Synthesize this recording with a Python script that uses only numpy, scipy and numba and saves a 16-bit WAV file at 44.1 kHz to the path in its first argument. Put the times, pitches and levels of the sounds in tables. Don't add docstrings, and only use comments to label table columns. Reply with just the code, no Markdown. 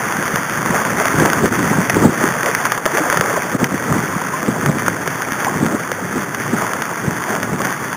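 import sys
import numpy as np
from scipy import signal
from scipy.fft import rfft, irfft
from scipy.io import wavfile
from scipy.ndimage import uniform_filter1d
from numba import njit

SR = 44100
rng = np.random.default_rng(int(sys.argv[2]) if len(sys.argv) > 2 else 0)


def unload_audio(sound):
    columns = np.transpose(np.atleast_2d(sound))
    steps = np.round(np.clip(columns, -1, 1) * 32767)
    wavfile.write(sys.argv[1], SR, steps.astype(np.int16))


N = 351036
TIME = np.arange(N) / SR

# time_s, level_db
RAIN_LEVEL = [(0, -22), (.55, -22.5), (1.6, -22), (2.1, -22.5), (2.8, -22.5), (4.0, -25), (4.7, -24.5),
              (5.95, -27), (7.96, -25.5)]
# time_s, level_db
CHOP_LEVEL = [(0, -25.5), (1.7, -33.5), (3.6, -25.5), (4.3, -29.5), (5.6, -29.5), (6.2, -32.5), (7.96, -33)]
# peak_s, churn_level_db, spray_level_db, half_width_s
WAVES = [(.12, -32, -25, .05), (.76, -18, -21, 0.045), (1.01, -15, -18, 0.03), (1.24, -20.5, -19, 0.082),
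         (1.72, -21.5, -22.5, 0.058), (2.23, -20.5, -26, 0.097), (2.49, -17, -19, 0.049),
         (3.015, -14, -26, 0.039), (3.13, -25, -18, 0.019), (3.3, -18.5, -22.5, 0.042),
         (3.95, -30.5, -25.5, 0.097), (5.18, -37, -25.5, 0.052), (5.41, -25, -24.5, 0.09),
         (6.2, -36, -24, 0.051), (6.43, -34, -26, .05), (6.62, -23.5, -22, 0.074), (7.33, -25, -31, 0.15),
         (7.65, -39, -23, 0.057)]
# peak_s, level_db, half_width_s, eddy_pitch_hz
GUSTS = [(.19, -25, 0.089, 171), (.34, -27, .04, 200), (.705, -20.5, 0.12, 198), (0.929, -24, 0.048, 200),
         (1.143, -21, .03, 264), (1.225, -12, 0.05, 340), (1.444, -12.5, 0.04, 306),
         (1.607, -17, 0.12, 262), (1.715, -17, 0.066, 253), (1.785, -15, 0.03, 230),
         (1.969, -11.5, 0.031, 302), (2.055, -3.5, 0.023, 245), (2.241, -15.5, 0.041, 294),
         (3.01, -32, 0.018, 343), (3.198, -23.5, 0.036, 160), (3.55, -16.5, 0.0097, 245),
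         (3.631, -16.5, 0.052, 213), (3.743, -17, 0.02, 304), (3.919, -19, 0.039, 164),
         (3.964, -18, 0.083, 268), (4.165, -20.5, 0.014, 219), (4.488, -18, 0.043, 295),
         (4.696, -16, 0.069, 188), (4.883, -22, 0.11, 316), (5.631, -15.5, 0.072, 235),
         (5.748, -19, 0.01, 286), (6.171, -19, 0.045, 245), (6.535, -19, 0.069, 276),
         (7.081, -17.5, 0.038, 166), (7.38, -34, .07, 200), (7.544, -17, 0.083, 216)]
# frequency_hz, gain_db
RAIN_COLOUR = [(60, -46), (150, -6), (400, -9), (800, -4.5), (1200, 0), (1550, 3), (2000, -1.5),
               (2400, -10), (2900, -16), (3400, -12.5), (3750, -21.5), (4000, -33)]
CHOP_COLOUR = [(50, -49), (130, -14), (350, 1), (600, 1), (950, -0.5), (1400, -4), (2500, -38.5)]
WIND_COLOUR = [(20, -51), (45, -53), (75, -14.5), (115, -1), (160, 1), (270, -2), (400, -8), (700, -21),
               (2000, -37.5)]
# peak_s, tick_level_db, tick_pitch_hz, thud_level_db (before THUD_LIFT_DB)
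CASE_DROPS = [(0.2796, -7, 1490, -23), (.359, 0, 1390, -20), (1.0556, -1.5, 1600, -14),
              (1.0826, -6, 1610, -23), (1.2006, -1, 1420, -23), (1.259, 0, 1710, -9),
              (1.301, -3.5, 1850, -20), (1.3324, 2, 1400, -33), (1.4576, -2.5, 1590, -13),
              (1.898, 1, 1870, -13), (2.432, -4, 1700, -21), (2.4605, -5, 1940, -32), (2.55, -2, 1890, -32),
              (2.654, -3, 1560, -13.5), (2.7204, 1, 1650, -15.5), (2.7774, -5.5, 1340, -24),
              (2.8559, -3, 1680, -16), (2.8617, 0, 1410, -18), (2.9728, -2.5, 1780, -27),
              (3.1007, 3, 1720, -25), (3.1724, 2, 1480, -16), (3.2105, 3, 1620, -11),
              (3.6432, 0, 2000, -30), (4.661, 1.5, 1410, -30), (4.8819, 5.5, 1450, -11),
              (5.0763, -4.5, 1650, -21), (5.2209, -6.5, 1620, -36), (5.3211, -6.5, 1590, -19),
              (5.447, -5, 1810, -26), (5.664, -4.5, 1360, -19), (5.917, -5, 1590, -15.5),
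              (6.3482, -8.5, 1700, -36), (6.7348, -5.5, 1400, -40), (6.8211, -4, 1560, -21),
              (7.306, -13, 1330, -27), (7.4304, -4.5, 1570, -21), (7.618, -7, 1570, -35),
              (7.65, -6, 1580, -27)]
# middle_s, depth_db, width_s (standard deviation of the bell shape)
DIPS = [(1.503, -8.5, 0.0075), (2.806, -7, 0.022), (3.579, -11, 0.0055), (3.68, -5, 0.0087),
        (6.94, -1, 0.028), (7.57, -6, 0.017)]
# start_s, peak_level_db, starting_pitch_hz, rise_s
PLOPS = [(2.861, -10, 614, 0.0031), (2.935, -17, 338, 0.0054), (3.003, -14, 303, 0.0085),
         (3.125, -16, 564, 0.0076), (3.36, -14, 1015, 0.0032), (4.334, -14.5, 1017, 0.0068),
         (5.467, -9.5, 780, 0.0026), (5.48, -10.5, 1020, 0.0025)]

WAVE_FALL, GUST_FALL = 1.45, 0.97
BREEZE_DB = -29
EDDY_DB = 12
CRACK_DB, THUD_LIFT_DB = -10.5, 4.0
DUCK_ABOVE_DB, DUCK_RATIO = -8.5, 1.74
DUCK_ATTACK_S, DUCK_RELEASE_S = 0.0019, 0.04
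CAMERA_HZ = 8000
TOP_HZ = 15550


def undb(db):
    return 10 ** (np.asarray(db) / 20)


def curve(rows):
    return np.interp(TIME, *np.transpose(rows))


def swells(rows, steady_db, fall):
    power = undb(steady_db) ** 2
    for peak_s, level_db, half_width_s in rows:
        away = np.maximum(peak_s - TIME, (TIME - peak_s) / fall) / half_width_s
        power = power + (undb(level_db) * np.exp2(-away)) ** 2
    return 10 * np.log10(power)


def colour(x, points):
    hz, db = np.transpose(points)
    size = 4096
    grid_hz = np.fft.rfftfreq(size, 1 / SR)
    gain_db = np.interp(np.log(grid_hz + 1), np.log(hz), db)
    cepstrum = irfft(np.log(undb(gain_db)))[:size // 2]
    cepstrum[1:] *= 2
    response = irfft(np.exp(rfft(cepstrum, size)))
    y = signal.fftconvolve(x, response)[:N]
    return y / np.std(y)


def walk(rate):
    hold = int(SR / rate)
    held = rng.standard_normal(N)[np.arange(N) // hold]
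    smooth = uniform_filter1d(uniform_filter1d(held, hold), hold)
    return smooth / np.std(smooth)


def ring(hz, rise_s, glide=0):
    age = np.arange(int(10 * rise_s * SR)) / (rise_s * SR)
    cycles = hz * rise_s * age * (1 + glide * age / 2)
    return age * np.exp(1 - age) * np.sin(2 * np.pi * cycles)


def add(out, at_s, sound):
    i = max(int(at_s * SR), 0)
    out[i:i + len(sound)] += sound[:max(N - i, 0)]


def impacts(per_s, spread_db, largest_db):
    hit = rng.random(N) < per_s / SR
    size_db = largest_db * np.tanh(spread_db * rng.exponential(size=N) / largest_db)
    x = hit * undb(size_db) * np.sign(rng.standard_normal(N))
    return x / np.std(x)


@njit
def follow(size, attack, release):
    out, level = np.empty(len(size)), 0.
    for i in range(len(size)):
        level += (size[i] - level) * (attack if size[i] > level else release)
        out[i] = level
    return out


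def rain():
    hiss = undb(-2.0) * rng.standard_normal(N)
    patter = undb(-7.5) * impacts(per_s=520, spread_db=3.5, largest_db=19)
    flurry_db = 1.2 * walk(rate=48)
    near = undb(-8.5) * impacts(per_s=26, spread_db=13, largest_db=14.5)
    wash = colour(hiss + patter + near, RAIN_COLOUR) * undb(flurry_db)
    pats = np.zeros(N)
    for hz in np.geomspace(1000, 2100, 6):
        hits = impacts(per_s=24, spread_db=12.5, largest_db=16.5)
        pats += signal.fftconvolve(hits, ring(hz, rise_s=1.23 / hz))[:N]
    spray = [(s, spray_db, width) for s, _, spray_db, width in WAVES]
    level_db = swells(spray, curve(RAIN_LEVEL), WAVE_FALL)
    return (wash + undb(-6) * pats / np.std(pats)) * undb(level_db)


def chop():
    churn = colour(rng.standard_normal(N), CHOP_COLOUR) * undb(3.3 * walk(rate=35) - 2.5)
    bubbles = np.zeros(N)
    for when, size, depth in rng.random((800, 3)):
        hz = 380 * 3.26 ** size
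        bubble = undb(-16 * depth) * ring(hz, rise_s=1.94 / hz, glide=0.026)
        add(bubbles, when * N / SR, bubble)
    slaps = [(s, churn_db, width) for s, churn_db, _, width in WAVES]
    level_db = swells(slaps, curve(CHOP_LEVEL), WAVE_FALL)
    return (churn + undb(4) * bubbles) * undb(level_db)


def wind():
    gust_db = swells([row[:3] for row in GUSTS], BREEZE_DB, GUST_FALL) + 1.14 * walk(rate=40)
    rumble = colour(rng.standard_normal(N), WIND_COLOUR) * undb(gust_db - 2.5)
    flutter_colour = [(120, -24.5), (420, 1.5), (650, -6), (1200, -8.5), (2500, -28.5)]  # Hz, dB
    flutter = colour(rng.standard_normal(N), flutter_colour) * undb(1.26 * gust_db - 5.5)
    thumps = np.zeros(N)
    for peak_s, level_db, _, hz in GUSTS:
        rise_s = 0.5 / hz
        add(thumps, peak_s - rise_s, undb(level_db + EDDY_DB) * ring(hz, rise_s, glide=-0.031))
    tumble = np.zeros(N)
    for hz in (170, 240, 340):
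        hits = impacts(per_s=14, spread_db=1, largest_db=8)
        tumble += signal.fftconvolve(hits, ring(hz, rise_s=0.5 / hz))[:N]
    thumps += tumble / np.std(tumble) * undb(gust_db - 7.5)
    leak_hz = 80
    leak = signal.butter(2, leak_hz, "high", fs=SR, output="sos")
    return rumble + flutter + signal.sosfilt(leak, thumps)


def case_drops():
    out = np.zeros(N)
    tick_s, spray_s, crack_s = 0.00034, 0.004, 0.0002
    age = np.arange(SR // 40) / SR
    noises = rng.standard_normal((len(CASE_DROPS), len(age)))
    for (peak_s, tick_db, hz, thud_db), noise in zip(CASE_DROPS, noises):
        add(out, peak_s - crack_s, undb(tick_db + CRACK_DB) * ring(3340, crack_s))
        add(out, peak_s - tick_s, undb(tick_db) * ring(hz, tick_s))
        thud_hz = 500 * np.exp(0.3 * noise[0])
        add(out, peak_s, undb(thud_db + THUD_LIFT_DB) * ring(thud_hz, rise_s=0.0017))
        spray = signal.fftconvolve(noise * np.exp(-age / spray_s), ring(0.98 * hz, tick_s))
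        add(out, peak_s, undb(tick_db - 9.0) * spray / np.max(np.abs(spray)))
    return out


def brief_dips():
    dip_db = np.zeros(N)
    for middle_s, depth_db, width_s in DIPS:
        dip_db += depth_db * np.exp(-((TIME - middle_s) / width_s) ** 2 / 2)
    return undb(dip_db)


def plops():
    out = np.zeros(N)
    for start_s, level_db, hz, rise_s in PLOPS:
        add(out, start_s, undb(level_db) * ring(hz, rise_s, glide=0.013))
    return out


def scene():
    background = rain() + chop() + wind()
    mix = background * brief_dips() + case_drops() + plops()
    return mix[None]


def duck(x):
    level = follow(np.abs(x), 1 / (DUCK_ATTACK_S * SR), 1 / (DUCK_RELEASE_S * SR))
    excess = np.maximum(level / undb(DUCK_ABOVE_DB), 1)
    return x * excess ** (1 / DUCK_RATIO - 1)


def record(dry):
    slow = signal.resample_poly(duck(dry[0]), CAMERA_HZ, SR)
    clipped = np.clip(slow, -0.93, 0.93)
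    soften = signal.butter(4, 3800, fs=CAMERA_HZ, output="sos")
    softened = signal.sosfilt(soften, clipped)
    steps = softened[None, (TIME * CAMERA_HZ).astype(int)]
    top = signal.ellip(10, 0.05, 50, TOP_HZ, fs=SR, output="sos")
    return signal.sosfiltfilt(top, steps)


dry = scene()
out = record(dry)
unload_audio(out)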